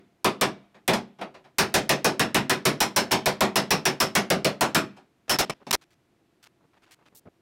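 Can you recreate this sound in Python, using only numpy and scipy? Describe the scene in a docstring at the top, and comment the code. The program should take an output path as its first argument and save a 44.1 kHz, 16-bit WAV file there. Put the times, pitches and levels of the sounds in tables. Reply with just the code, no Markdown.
"""A workshop: a planishing hammer beats a sheet-steel car panel, so near that the microphone overloads.
Each blow sets the panel crashing and the steel head ringing: three single blows, light touches, then an
even run. The squarer a blow lands, the more the head rings and the brighter the crash.
From 5.3 s the work runs in time-lapse: abrupt slices of further blows with a faint knock among them, then
hands and a steel rule scuffing the panel. Still air and a faint hum lie underneath."""
import sys
import numpy as np
from scipy import signal
from scipy.fft import rfft, irfft, next_fast_len
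from scipy.io import wavfile
from scipy.ndimage import uniform_filter1d

SR = 44100
rng = np.random.default_rng(int(sys.argv[2]) if len(sys.argv) > 2 else 0)


def log_audio(samples):
    """Write samples as a 16-bit WAV file to the path given in sys.argv[1]."""
    # one column per channel
    frames = np.atleast_2d(samples).T
    # limit to full scale, then quantise
    limited = np.clip(frames, -1, 1)
    pcm = np.round(limited * 32767).astype(np.int16)
    wavfile.write(sys.argv[1], SR, pcm)


N = 326781
TOP_HZ = 16000
SHOT = 22500  # samples in a one-shot; AGE and HZ are its time and frequency axes
AGE, HZ = np.arange(SHOT) / SR, np.fft.rfftfreq(SHOT, 1 / SR)


def amp(db):
    """Decibels to gain."""
    return 10 ** (np.asarray(db) / 20)


def unit(x):
    """Scales to an rms of one."""
    return x / np.sqrt(np.mean(x ** 2) + 1e-20)


def curve(points, hz):
    """Joins breakpoints by straight lines on a log-frequency axis."""
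    f, value = np.transpose(points)
    return np.interp(np.log(hz + 1), np.log(f + 1), value)


def bell(centre_hz, octaves):
    """A bell-shaped band on a log-frequency axis."""
    return np.exp(-.5 * (np.log2((HZ + 1) / centre_hz) / octaves) ** 2)


def tilt(bright_db, hz):
    """A harder, shorter contact tips the spectrum to the treble: about bright_db an octave, pivot 1 kHz."""
    return amp(bright_db * np.log2((hz + 500) / 1500))


def decay(t60):
    """A fall of 60 dB in t60 seconds."""
    return np.exp(-np.log(1000) * AGE / t60)


def noise(gain):
    """Noise of rms one, coloured by a gain per frequency bin."""
    return unit(irfft(gain * rfft(rng.standard_normal(2 * len(gain) - 2))))


def wobble(count, size):
    """A smooth random curve of rms one that changes over about size points."""
    return unit(uniform_filter1d(uniform_filter1d(rng.standard_normal(count), size), size))


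def gate(x, seconds, ramp_s):
    """The start of a sound, with short ramps at both ends."""
    t = AGE[:len(x)]
    return x * np.clip(np.minimum(t, seconds - t) / ramp_s, 0, 1)


def add(mix, start, sound):
    """Mixes a sound in at a time; one that starts before zero leaves only its tail."""
    at = round(start * SR)
    sound = sound[max(-at, 0):]
    part = mix[max(at, 0):][:len(sound)]
    part += sound[:len(part)]


# colour of the still air: f/Hz, relative level/dB
AIR_COLOUR = [(20, -15), (60, -10.5), (130, -3.5), (230, -7.5), (330, -3), (480, -12.5), (1100, -18.5),
              (2500, -22.5), (5000, -29.5), (14000, -38), (16000, -48.5)]
# tones of the hum: f/Hz, level/dB
HUM_TONES = [(118.4, -86), (328.4, -80), (689, -84.5)]


def room_tone(air_db=-68):
    """The bed: quiet workshop air with a faint hum."""
    t, hz = np.arange(N) / SR, np.fft.rfftfreq(2 * next_fast_len(N // 2 + 1), 1 / SR)
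    hum = sum(amp(db) * np.sqrt(2) * np.sin(2 * np.pi * (f * t + rng.random())) for f, db in HUM_TONES)
    return amp(air_db) * noise(amp(curve(AIR_COLOUR, hz)))[:N] + hum


# a faint, dull knock cut short among the time-lapse slices (first row), then hand and rule scuffing:
# t/s, length/s, level/dB, centre f/Hz
SMALL_NOISES = [(5.604, .032, -57.5, 398), (5.812, 0.031, -56, 1500), (5.905, .04, -66, 1800),
                (6.125, 0.042, -67, 141.3), (6.427, 0.024, -56.5, 2270), (6.455, 0.021, -56, 1500),
                (6.819, 0.038, -62, 1200), (6.909, 0.038, -54, 2400), (7.056, 0.032, -60.5, 1000),
                (7.148, 0.05, -53.5, 11000), (7.254, 0.035, -46.5, 189)]


def small_noises(grain_db=3, rub_s=0.054, rub_db=-63.5, rub_hz=(140, 1010)):
    """Grainy bursts: a dull knock, scuffs on the steel, and rubs of random colour as the rule is laid on."""
    out = np.zeros(N)
    rubs = [(start, rub_s, rub_db, np.exp(rng.uniform(*np.log(rub_hz))))
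            for start in np.linspace(6.606, 7.115, 5)]
    for start, length, db, centre_hz in SMALL_NOISES + rubs:
        band = noise(bell(centre_hz, octaves=1.4))
        grain = amp(grain_db * wobble(SHOT, size=120))
        add(out, start, amp(db) * gate(unit(band * grain), length, ramp_s=0.0014))
    return out


# thin tones in the sheet: t/s, f/Hz, level/dB, t60/s
SHEET_TONES = [(0.41, 2290, -45.5, 0.5), (4.746, 2316, -54, 0.57)]


def singing():
    """Two of the blows leave a thin tone singing in the sheet."""
    out = np.zeros(N)
    for start, hz, db, t60 in SHEET_TONES:
        add(out, start, amp(db) * decay(t60) * np.sin(2 * np.pi * hz * AGE))
    return out


# touches and rebounds, except at 3.108 s: a brief swell of noise leading into the blow at 3.116 s
# t/s, level/dB, low-pass f/Hz
PANEL_STIRS = [(.625, -52, 3000), (0.741, -39.5, 2500), (.904, -12.5, 800), (.932, -14, 12200),
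               (1.185, -31, 1200), (1.21, -21.5, 2390), (1.34, -35.5, 3000), (1.439, -41.5, 3000),
               (3.108, -16, 9000), (4.962, -40.5, 6000)]


def stirs(sheet):
    """The panel sounds alone, low-passed and faded in; the quieter the stir, the slower its attack."""
    out = np.zeros(N)
    for start, db, cutoff_hz in PANEL_STIRS:
        stir = signal.lfilter(*signal.butter(1, cutoff_hz, fs=SR), sheet(bright_db=0.36, spot_hz=750))
        attack_s = 0.00052 * 2 ** (-db / 10)  # doubles for each 10 dB down
        add(out, start, amp(db) * stir * (1 - np.exp(-AGE / attack_s)))
    return out


def overload(x, ceiling=0.16, knee=7, bass_hz=450, bass_headroom_db=4):
    """The microphone input flattens loud attacks; the bass has more headroom than the treble."""
    pole, zero = np.exp(-2 * np.pi * np.array([bass_hz, bass_hz / amp(bass_headroom_db)]) / SR)
    shelved = signal.lfilter([1, -zero], [1, -pole], x)
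    clipped = shelved / (1 + abs(shelved / ceiling) ** knee) ** (1 / knee)
    return signal.lfilter([1, -pole], [1, -zero], clipped)


# slices of blows, each held until the next: t/s, offset into the blow/s, force level/dB, head ring/dB
BLOW_SLICES = [(5.28, .12, -3.5, -2), (5.295, 0.0033, -.5, 12), (5.3277, .044, 0, 15.5),
               (5.367, 0.1, -4, 11.5), (5.387, 0.004, 2, 13.5), (5.415, .028, -9, 12),
               (5.451, 0.13, -1.5, 3), (5.4964, .045, -4.5, 9), (5.51, .091, -6, 13),
               (5.537, 0.21, -4.5, 8), (5.6675, .09, -4.5, 6), (5.709, 0.0012, 5, -3),
               (5.716, 0.076, -10, 8), (5.728, 0.0027, 1, 8.5), (5.754, 0.073, -16, 7)]


def time_lapse(strike, end_s=5.764, level_db=-3):
    """A stutter of attacks and tails from separate overloaded blows, butted together."""
    out = np.zeros(N)
    ends = [row[0] for row in BLOW_SLICES[1:]] + [end_s]
    for (start, offset, force_db, ring_db), end in zip(BLOW_SLICES, ends):
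        blow = overload(strike(force_db, ring_db, bright_db=2.5, spot_hz=700))
        add(out, start, gate(blow[round(offset * SR):], end - start, ramp_s=.0002))
    return amp(level_db) * out


# colour of the panel's dense modes: f/Hz, relative level/dB
CRASH_COLOUR = [(30, -14), (80, -11), (130, 2.5), (220, 1.5), (380, 0.5), (700, 4), (1200, -0.5),
                (2400, -3.5), (4200, -8), (5500, -10), (7000, -14.5), (11000, -17.5), (16000, -24.5)]
# their decay: f/Hz, t60/s
CRASH_DECAY = [(100, 0.24), (300, 0.28), (700, 0.18), (2000, 0.17), (5000, 0.15), (8000, .14),
               (14000, 0.089)]
# the workshop's tail under them: f/Hz, t60/s
ROOM_DECAY = [(150, 0.74), (700, 0.53), (3000, 0.58), (12000, 0.23)]
# modes that stand out of the crash: f/Hz, level/dB, t60/s
STRONG_MODES = [(142, -24, 0.32), (199.3, -23.5, 0.44), (230.8, -27, .4), (274.4, -31.5, .45),
                (318.5, -20, 0.22), (378.3, -16.5, 0.26), (394.4, -27, .35), (563, -37, 0.18),
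                (641, -20.5, 0.26), (700, -47, 0.77), (1003, -19, 0.18), (2506, -21, 0.14)]


def panel(crash_db=-4, room_db=-32, shared=.4, ripple_db=2, spot_db=3, scatter_db=3, mode_attack_s=0.01):
    """Builds the sheet's voice: a crash of dense modes, a few clear tones and the room's tail."""
    band_hz = np.geomspace(80, TOP_HZ, 11)[:, None]
    bands = np.array([curve(np.c_[band_hz, row], HZ) for row in np.eye(len(band_hz))])
    # bending waves are dispersive: the treble fills the sheet at once, the bass arrives later
    attack_s = 0.0057 * (band_hz / 1000) ** -0.52
    tail = decay(curve(CRASH_DECAY, band_hz)) + amp(room_db) * decay(curve(ROOM_DECAY, band_hz))
    envelope = (1 - np.exp(-AGE / attack_s)) * tail
    hz, db, t60 = np.transpose(STRONG_MODES)[:, :, None]
    modes = amp(db) * decay(t60) * np.exp(2j * np.pi * hz * AGE) * (1 - np.exp(-AGE / mode_attack_s))
    colour = amp(curve(CRASH_COLOUR, HZ))
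    common = noise(colour)

    def sheet(bright_db, spot_hz):
        """Neighbouring spots share part of their pattern of modes, but each favours its own groups."""
        pattern = rfft(shared * common + np.sqrt(1 - shared ** 2) * noise(colour))
        pattern *= unit(amp(ripple_db * wobble(len(HZ), size=130)))
        pattern *= amp(spot_db * bell(spot_hz, octaves=0.33))
        crash = (irfft(bands * pattern * tilt(bright_db, HZ)) * envelope).sum(0)
        drive = amp(scatter_db * rng.standard_normal(len(modes))) * tilt(bright_db, hz[:, 0])
        phase = np.exp(2j * np.pi * rng.random(len(modes)))
        return amp(crash_db) * crash + ((drive * phase) @ modes).imag
    return sheet


# the hammer head's lower and upper mode clusters: f/Hz, width/octaves, level/dB, t60/s
HEAD_CLUSTERS = [(5290, 0.037, -23, 0.17), (5710, 0.022, -26.5, 0.11)]


def head_ring(ring_db, lean_spread_db=1.64):
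    """The steel head rings in two clusters of modes; each blow leans towards one by chance."""
    lean_db = lean_spread_db * rng.standard_normal()
    lower_db = .5 + ring_db + lean_db
    upper_db = 5.5 + .65 * ring_db - lean_db
    return sum(amp(db + drive_db) * noise(bell(hz, octaves)) * decay(t60)
               for drive_db, (hz, octaves, db, t60) in zip((lower_db, upper_db), HEAD_CLUSTERS))


def hammer(sheet, crack_db=-7, crack_s=0.0019, crack_hz=7000):
    """Builds the hammer's strike on the given sheet."""
    def strike(force_db, ring_db, bright_db, spot_hz):
        """One hit in three layers: the ringing head, the crack of steel on steel and the panel."""
        head = head_ring(ring_db)
        crack = amp(crack_db) * noise(bell(crack_hz, octaves=2)) * np.exp(-AGE / crack_s)
        return amp(force_db) * (head + crack + sheet(bright_db, spot_hz))
    return strike


# modes favoured by the struck spot as the hammer wanders over the sheet: t/s, f/Hz
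SPOT_PATH = [(.4, 350), (.9, 430), (1.75, 370), (2.1, 190), (2.85, 400), (3.3, 220), (3.85, 160),
             (4.46, 190), (4.6, 1200)]
# hammer blows: t/s, force level/dB, head ring/dB
HAMMER_BLOWS = [(-0.19, -7.5, -12.5), (0.245, -7, -9.5), (0.4117, -5, -8), (0.8785, -6.5, -15.5),
                (1.584, -4.5, 5), (1.741, -4.5, 0.5), (1.8927, -6.5, 4.5), (2.045, -6.5, 4),
                (2.195, -7.5, 1.5), (2.3455, -6.5, 0.5), (2.496, -6.5, -1), (2.653, -5.5, 3.5),
                (2.804, -6.5, 8), (2.962, -6, 10), (3.116, -7, 3.5), (3.2582, -6.5, -0.5),
                (3.407, -5.5, -3.5), (3.557, -5.5, 3.5), (3.706, -7, 9.5), (3.854, -8, 8.5),
                (4.002, -7, 12.5), (4.152, -5.5, 4.5), (4.302, -6, -8), (4.446, -8, -3), (4.609, -8, -2),
                (4.747, -7, 4)]


def blows(strike):
    """The planishing: a squarer blow, or a spot with higher modes, gives a brighter crash."""
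    out = np.zeros(N)
    for start, force_db, ring_db in HAMMER_BLOWS:
        spot_hz = np.interp(start, *np.transpose(SPOT_PATH))
        bright_db = 0.5 + 0.12 * ring_db + 0.39 * np.log2(spot_hz / 350)
        add(out, start, strike(force_db, ring_db, bright_db, spot_hz))
    return out


def scene():
    """The mono mix: one panel and one hammer serve every blow."""
    sheet = panel()
    strike = hammer(sheet)
    beating = overload(blows(strike) + stirs(sheet) + singing())
    return (beating + time_lapse(strike) + small_noises() + room_tone())[None]


def record(dry, low_cut_hz=35):
    """A gentle low cut and a steep roll-off at the top."""
    thinned = signal.lfilter(*signal.butter(1, low_cut_hz, "high", fs=SR), dry)
    low_pass = signal.firwin(255, TOP_HZ, window=("kaiser", 8), fs=SR)
    return signal.oaconvolve(thinned, low_pass[None], "same")


dry = scene()
out = record(dry)
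log_audio(out)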